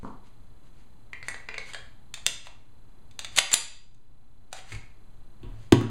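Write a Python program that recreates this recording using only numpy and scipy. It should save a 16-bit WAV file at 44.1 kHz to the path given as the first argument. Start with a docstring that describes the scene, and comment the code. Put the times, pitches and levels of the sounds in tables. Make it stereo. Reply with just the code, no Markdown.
"""At a wooden table in a small room, handguns are handled close to a microphone.
A steel slide is racked back and forth, catches snap and a magazine taps and scrapes: each impact is a
short burst of force that excites the damped modes of the part struck. A gun set down hard cracks
against the tabletop, which booms. The room reverberates briefly, and gain control ducks the rumble,
hiss and whine of the background after the loud blows."""
import sys
import numpy as np
from scipy import signal
from scipy.fft import rfft, irfft
from scipy.io import wavfile
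from scipy.ndimage import uniform_filter1d

SR = 44100
rng = np.random.default_rng(int(sys.argv[2]) if len(sys.argv) > 2 else 0)


def materialize(psi):
    """Save the field psi as 16-bit PCM at rate SR to the path in sys.argv[1].

    A 1-D psi becomes a single channel; in a 2-D psi each row is a channel.
    """
    bounded = np.clip(np.atleast_2d(psi).T, -1, 1)
    quanta = np.round(bounded * 32767).astype(np.int16)
    wavfile.write(sys.argv[1], SR, quanta)


N = 260190

# Steel on steel as the slide runs and stops. Each row: start in seconds, level in dB, treble in dB.
SLIDE_CLACKS = [(3.3628, -25.5, 7), (3.3685, -27.5, 1), (3.375, -19, 2.5), (3.3863, -7, -1.5),
                (3.390, -15.5, 2), (3.5167, -23, 1.5), (3.5341, -16.5, 4.5), (3.5398, -4, 13)]
# Steel meeting the tabletop. Each row: start in seconds, level in dB, treble in dB.
TABLE_BLOWS = [(4.724, -38, 15), (5.432, -33.5, -1), (5.7231, 6.5, 2), (5.812, -9.5, 5)]


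def slide(rattle_t60_s=.019):
    """Impact excitation: the slide clacks on its stops; harder blows are fuller and ring more."""
    # Each row: frequency in Hz, spectral level of a clack in dB.
    spectrum = [(100, -24.5), (250, -21), (500, -11), (700, -8), (950, -11.5), (1300, -6.5), (2000, 1),
                (2900, 0), (3700, 3.5), (4400, -0.5), (7200, -3.5), (10300, -10), (12000, -24),
                (16000, -33.5)]
    # Each row: mode frequency in Hz, level in dB, t60 in seconds.
    steel_modes = [(1600, -12, .15), (2080, -6, .15), (2622, -13, .5), (4719, -3, .48), (4762, -2, .47),
                   (4815, -2, .48), (4890, -4, .42), (6228, -13, .4), (6794, -12, .3), (7531, -11, .2),
                   (9044, -5, .27), (10060, -4, .21), (10400, -1, .3), (11060, -10, .17)]
    clacks = [(s, db, 5.5 + .55 * db, treble_db, rattle_t60_s) for s, db, treble_db in SLIDE_CLACKS]
    out = contacts(clacks, spectrum, tick=3.4, press_s=.0018)
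    steel = ring(steel_modes)
    for s, db, _ in SLIDE_CLACKS:
        ring_db = -20.5 + .7 * db  # relative to the clack
        add(out, s, amp(db + ring_db) * steel)
    return out


def frame_thump():
    """Momentum transfer: each stop of the slide jolts the frame, whose modes the hand damps."""
    # Each row: mode frequency in Hz, level in dB, t60 in seconds.
    frame_modes = [(320, -16.5, 0.0099), (526.7, -15, 0.0082)]
    out, thump = np.zeros(N), ring(frame_modes)
    for s, db, _ in SLIDE_CLACKS:
        add(out, s, amp(db) ** 2 * thump)  # only the hard stops move the whole frame
    return out


def slide_squeak(start_s=3.5298, hz=7293, rise_s=.007, t60_s=.022):
    """Stick-slip friction: the slide squeaks once just before it closes."""
    out, t = np.zeros(N), np.arange(SR // 20) / SR
    envelope = amp(1.5) * (1 - fade(t, rise_s)) * fade(t, t60_s)
    add(out, start_s, envelope * np.sin(2 * np.pi * hz * t))
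    return out


def table_cracks(gain_db=-14.5, body_db=-5, rattle_t60_s=.018):
    """A brief contact has a broad spectrum: steel cracks against the tabletop at each blow."""
    # Each row: frequency in Hz, spectral level in dB.
    spectrum = [(60, -12), (250, 11), (650, -3), (1050, 4.5), (1600, -3), (2500, -5), (4000, -7.5),
                (6000, -17), (8500, -20), (12000, -33.5), (16000, -27)]
    cracks = [(s, db + gain_db, body_db, treble_db, rattle_t60_s) for s, db, treble_db in TABLE_BLOWS]
    return contacts(cracks, spectrum, tick=3.5, press_s=.00027)


def tabletop(rise_s=.052, lag_s=.002014):
    """Plate vibration: the wood swings up and booms after each crack, and rumbles under the arms."""
    # Forearms shifting. Each row: peak time in seconds, length in seconds, level in dB.
    leans = [(4.74, 0.11, -34), (5.46, 0.32, -39)]
    # Each row: frequency in Hz, spectral level in dB.
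    lean_spectrum = [(15, -18), (30, 13.5), (70, -6.5), (92, -14.5), (108, 12), (128, -13), (160, -13),
                     (250, -36), (500, -25.5), (2000, -35.5), (6000, -52), (16000, -56)]
    # Each row: mode frequency in Hz, level in dB, t60 in seconds.
    wood_modes = [(109.4, -15.5, 0.5), (128.2, -9.5, 0.18), (236.7, -20.5, 0.35), (267, 1, 0.067),
                  (230, -23, 0.5), (291.8, -29, 0.43), (320, 9, 0.031), (358, -42, 0.17), (478, -24, 0.17),
                  (960, -25, 0.28), (1108, -27, 0.29)]
    out = friction(leans, lean_spectrum, swell=.27, grain_db=.5)
    boom = ring(wood_modes) * (1 - fade(np.arange(SR) / SR, rise_s))
    for s, db, _ in TABLE_BLOWS:
        add(out, s + lag_s, amp(db) * boom)
    return out


def catches(light_t60_s=.033, seated_db=-16, ring_db=-14.5, grip_damping=.75):
    """Damped impact: catches and levers snap and ring; the harder one seats, the less it rattles."""
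    # Each row: start in seconds, level in dB, grip in dB, treble in dB.
    snaps = [(2.1408, -29.5, 2, -2.5), (2.176, -43, 20.5, -12.5), (2.2605, -41.5, -1, -5),
             (2.2651, -11.5, 0, 1), (2.47, -36.5, 23, -11), (3.1116, -52, -1, -8.5),
             (3.1921, -27.5, 1.5, -5.5), (3.2468, -29.5, 1.5, -9.5), (3.946, -57.5, -3, 2),
             (4.529, -27, 27.5, 5)]
    # Each row: frequency in Hz, spectral level in dB.
    spectrum = [(100, -23.5), (400, -28), (750, -14.5), (1100, -17), (1450, -12.5), (1700, -10.5),
                (2700, -4), (3050, -11.5), (3500, -1), (4400, -4), (6700, -4), (8300, -6.5), (11000, -20.5),
                (15000, -26)]
    # Each row: mode frequency in Hz, level in dB, t60 in seconds.
    latch_modes = [(1440, -8.5, .05), (2035, -8.5, .06), (2605, -0.5, 0.032), (3485, 3.5, 0.02),
                   (3620, 2, 0.12), (4730, -5, 0.034), (6480, -0.5, .035)]
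    hits = [(s, db, grip_db, treble_db, light_t60_s / (1 + amp(db - seated_db)))
            for s, db, grip_db, treble_db in snaps]
    out = contacts(hits, spectrum, tick=7.0, press_s=.0013)
    latch = ring(latch_modes)
    for s, db, grip_db, _ in snaps:
        add(out, s, amp(db + ring_db - grip_damping * grip_db) * latch)
    return out


def magazine(rattle_t60_s=.017, clink_db=.5, grip_damping=.75):
    """Shell resonance: a tap clinks at a pitch set by where it lands; a firm grip weakens the ring."""
    # Each row: start in seconds, level in dB, grip in dB, treble in dB, clink pitch in Hz.
    taps = [(1.132, -38, 0, -13.5, 2113), (1.228, -43, -2, -9, 2040), (1.2841, -31, -2.5, 14, 1954),
            (1.344, -38, 7, -14, 2023), (1.4877, -31.5, 6.5, -21.5, 2413), (1.5421, -32.5, 14, -19.5, 2675),
            (1.5807, -30, 5.5, -7, 2190), (1.7347, -37, 8, 1.5, 3275), (1.746, -31, 17.5, -4, 3190),
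            (4.7205, -39, 3.5, -3, 2184), (4.726, -42, -1, 6, 2150), (4.749, -42, 6, 10, 2390)]
    # Each row: frequency in Hz, spectral level in dB.
    spectrum = [(100, -18.5), (300, -19.5), (430, 0.5), (800, -8), (1300, -1), (2200, 7.5), (3000, -2.5),
                (4400, 5.5), (6000, -1), (8000, -1.5), (10500, -13.5), (12000, -27.5), (16000, -38)]
    # Each row: multiple of the clink pitch, level in dB, t60 in seconds.
    shell_modes = [(.6, -23, .04), (.86, -17.5, .045), (.93, -5.5, 0.042), (1, 4.5, 0.041),
                   (1.11, 0.5, 0.03)]
    hits = [(s, db, grip_db, treble_db, rattle_t60_s) for s, db, grip_db, treble_db, _ in taps]
    out = contacts(hits, spectrum, tick=1.2, press_s=.0021)
    for s, db, grip_db, _, hz in taps:
        clink = ring([(ratio * hz, mode_db, t60) for ratio, mode_db, t60 in shell_modes])
        add(out, s, amp(db + clink_db - grip_damping * grip_db) * clink)
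    return out


def scrapes():
    """Sliding friction: metal rubs over metal and skin."""
    # Each row: peak time in seconds, length in seconds, level in dB.
    movements = [(.07, 0.23, -66), (.27, 0.077, -64.5), (.67, 0.08, -67.5), (.8, 0.15, -67.5),
                 (1.275, 0.08, -55), (1.7, 0.11, -48.5), (2.468, 0.058, -50), (3.383, 0.02, -21),
                 (3.44, .22, -41), (3.532, .04, -23.5), (4.58, 0.12, -44.5), (4.725, 0.13, -46),
                 (5.63, 0.21, -63.5)]
    # Each row: frequency in Hz, spectral level in dB.
    spectrum = [(100, -12), (800, -3.5), (2200, 3), (3500, -0.5), (5000, 0), (7500, -4), (9500, -10.5),
                (12000, -22.5), (16000, -31.5)]
    return friction(movements, spectrum, swell=.6, grain_db=2.0)


def bumps(treble_db=-6, rattle_t60_s=.025):
    """Cushioned impact: something padded bumps dully, with little treble."""
    # Each row: start in seconds, level in dB, body in dB.
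    knocks = [(.032, -32, -18), (0.048, -30.5, 1), (.106, -45.5, 13)]
    # Each row: frequency in Hz, spectral level in dB.
    spectrum = [(130, -8), (290, 0), (420, -6), (650, -13), (1050, -9), (1700, -31.5), (3000, -52),
                (7000, -46), (16000, -64)]
    hits = [(s, db, body_db, treble_db, rattle_t60_s) for s, db, body_db in knocks]
    return contacts(hits, spectrum, tick=7.6, press_s=.0012)


def reflections(gap_s=.001, build_s=.006):
    """Absorption varies with frequency: sparse echoes die away at a different rate in each band."""
    # Each row: frequency in Hz, reverberation time in seconds.
    decay_times = [(100, 0.43), (400, 0.41), (1500, 0.51), (4000, 0.48), (8000, 0.4), (14000, 0.18)]
    # Each row: frequency in Hz, level of the reverberation in dB.
    spectrum = [(100, -2.5), (500, 1.5), (2000, -1.5), (7000, -3.5), (11000, -5.5), (15000, -14)]
    echoes = np.zeros(SR)
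    slots = np.arange(0, SR - 10, 10)
    echoes[slots + rng.integers(0, 10, len(slots))] = rng.choice([-1., 1.], len(slots))
    hz, t, bands = signal.stft(echoes, SR, nperseg=256)
    t60 = curve(decay_times, hz)[:, None]
    energy = SR / 10 * t60 / (2 * np.log(1000))
    bands = bands * fade(t, t60) * amp(curve(spectrum, hz))[:, None] / np.sqrt(energy)
    tail = signal.istft(bands, SR, nperseg=256)[1]
    return tail * np.clip((np.arange(len(tail)) / SR - gap_s) / build_s, 0, 1)


def room(x, patterns=3, cycle_s=.7):
    """Reverberation: echo patterns crossfade in a steady cycle, so successive tails differ in colour."""
    phase = 2 * np.pi * np.arange(N) / SR / cycle_s
    paths = (x * np.cos(phase + np.pi * k / patterns) for k in range(patterns))
    return np.sqrt(2 / patterns) * sum(signal.fftconvolve(path, reflections())[:N] for path in paths)


def background(air_db=-49.5, hiss_edge_hz=12800, throb_hz=30.2, waver_hz=12):
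    """The noise floor: room rumble, microphone hiss and a thin, amplitude-modulated electrical whine."""
    # Each row: frequency in Hz, spectral level in dB.
    air_spectrum = [(5, -14.5), (12, -14.5), (17, 5.5), (25, -12.5), (60, -14), (90, -20), (112, -11),
                    (140, -24), (220, -24), (500, -35.5), (900, -36), (2000, -46), (6000, -53),
                    (12500, -55)]
    # Each row: frequency in Hz, level in dB.
    whine_tones = [(4070, -79), (3420, -85)]
    t = np.arange(N) / SR
    air = noise(lambda f: curve(air_spectrum, f) - 20 * np.clip((f - hiss_edge_hz) / 300, 0, 1))
    throb = unit_rms(np.maximum(np.sin(2 * np.pi * throb_hz * t) + .4, 0))
    waver = waver_hz * unit_rms(uniform_filter1d(rng.standard_normal(N), size=900))
    whine = sum(amp(db) * unit_rms(np.sin(2 * np.pi * np.cumsum(hz + waver) / SR))
                for hz, db in whine_tones)
    return amp(air_db) * air + throb * whine


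def contacts(hits, spectrum, tick, press_s, body_hz=760, body_octaves=.96, treble_hz=5500):
    """Source and filter: a tick and a dying rattle, coloured by a hollow body and a treble shelf."""
    out, t = np.zeros(N), np.arange(SR // 10) / SR
    for s, db, body_db, treble_db, t60 in hits:
        force = rng.standard_normal(len(t)) * fade(t, t60) * (1 - fade(t, press_s))
        force[0] = tick
        response = minimum_phase(lambda f: curve(spectrum, f)
                                 + body_db / (1 + (np.log2((f + 1) / body_hz) / body_octaves) ** 2)
                                 + treble_db / (1 + (treble_hz / (f + 1)) ** 4))
        click = signal.fftconvolve(force, response)
        click /= np.sqrt(np.sum(click ** 2) / (.003 * SR))  # the energy of 3 ms at unit rms
        add(out, s, amp(db) * click)
    return out


def friction(movements, spectrum, swell, grain_db):
    """Friction noise follows pressure, which builds for the share `swell` of a movement, then falls."""
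    t = np.arange(N) / SR
    pressure = sum(amp(db) * np.interp((t - peak) / length, [-swell, 0, 1 - swell], [0, 1, 0])
                   for peak, length, db in movements)
    roughness = unit_rms(uniform_filter1d(rng.standard_normal(N), size=90))
    grains = unit_rms(amp(grain_db * roughness))
    return pressure * grains * noise(lambda f: curve(spectrum, f))


def ring(modes):
    """Modal superposition: a struck object sounds as a sum of decaying sines."""
    t = np.arange(SR) / SR
    return sum(amp(db) * fade(t, t60) * np.sin(2 * np.pi * hz * t) for hz, db, t60 in modes)


def noise(db_at):
    """Spectral shaping: steady noise of unit rms whose spectrum follows db_at(Hz)."""
    white = rfft(rng.standard_normal(N))
    return unit_rms(irfft(white * amp(db_at(np.fft.rfftfreq(N, 1 / SR))), N))


def minimum_phase(db_at, size=2048):
    """Minimum phase gives the sharpest causal click whose spectrum follows db_at(Hz)."""
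    log_gain = np.log(amp(db_at(abs(np.fft.fftfreq(size, 1 / SR)))))
    return np.fft.ifft(np.exp(np.conj(signal.hilbert(log_gain)))).real


def fade(t, t60):
    """Exponential decay by 60 dB in t60 seconds."""
    return np.exp(-np.log(1000) * t / np.maximum(t60, 1e-4))


def curve(points, hz):
    """Linear interpolation on a log-frequency axis."""
    f, value = np.transpose(points)
    return np.interp(np.log(hz + 1), np.log(f + 1), value)


def amp(db):
    """Decibels to amplitude ratio."""
    return 10 ** (np.asarray(db) / 20)


def unit_rms(x):
    """Normalisation to an rms of 1."""
    return x / np.sqrt(np.mean(x ** 2) + 1e-20)


def add(mix, start_s, sound):
    """Superposition: a sound joins the mix at start_s."""
    part = mix[round(start_s * SR):][:len(sound)]
    part += sound[:len(part)]


def scene():
    """Direct and reverberant fields sum at one microphone, which feeds both channels."""
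    sources = [  # Each row: sound, level sent to the room in dB.
        (magazine(), .3),
        (catches(), -1.5),
        (slide(), -1.5),
        (table_cracks(), 4),
        (bumps(), 2.5),
        (scrapes(), .1),
        (slide_squeak(), -10),
        (frame_thump(), -12),
        (tabletop(), -3)]
    direct = sum(sound for sound, _ in sources)
    sent = sum(amp(wet_db) * sound for sound, wet_db in sources)
    return np.tile(direct + room(sent) + background(), (2, 1))


def record(dry, notch_hz=5450, notch_width_hz=230, notch_db=-17, edge_hz=16100,
           threshold_db=-27, squeeze=.48, recover_db_per_s=11, attack_s=.011):
    """Dynamic compression: after the microphone's notch, gain control, clipping and a band limit."""
    # Each row: one channel's steady offset as a fraction of full scale.
    dc_offset = [
        [.004],
        [-.023],
    ]
    notch = minimum_phase(lambda f: notch_db / (1 + ((f - notch_hz) / notch_width_hz) ** 2))
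    x = signal.fftconvolve(dry, notch[None], axes=1)[:, :N]
    pole = np.exp(-1 / (attack_s * SR))
    power_db = 10 * np.log10(signal.lfilter([1 - pole], [1, -pole], x[0] ** 2) + 1e-12)
    fall_db = np.arange(N) * recover_db_per_s / SR
    held_db = np.maximum.accumulate(power_db + fall_db) - fall_db  # each peak is released slowly
    over_db = np.maximum(held_db - threshold_db, 0)
    duck_db = squeeze * signal.lfilter([1 - pole], [1, -pole], over_db)
    x = np.clip(x / amp(duck_db), -1, 1)
    lowpass = signal.firwin(255, edge_hz, window=("kaiser", 9), fs=SR)
    return signal.oaconvolve(x, lowpass[None], "same") + dc_offset


dry = scene()
out = record(dry)
materialize(out)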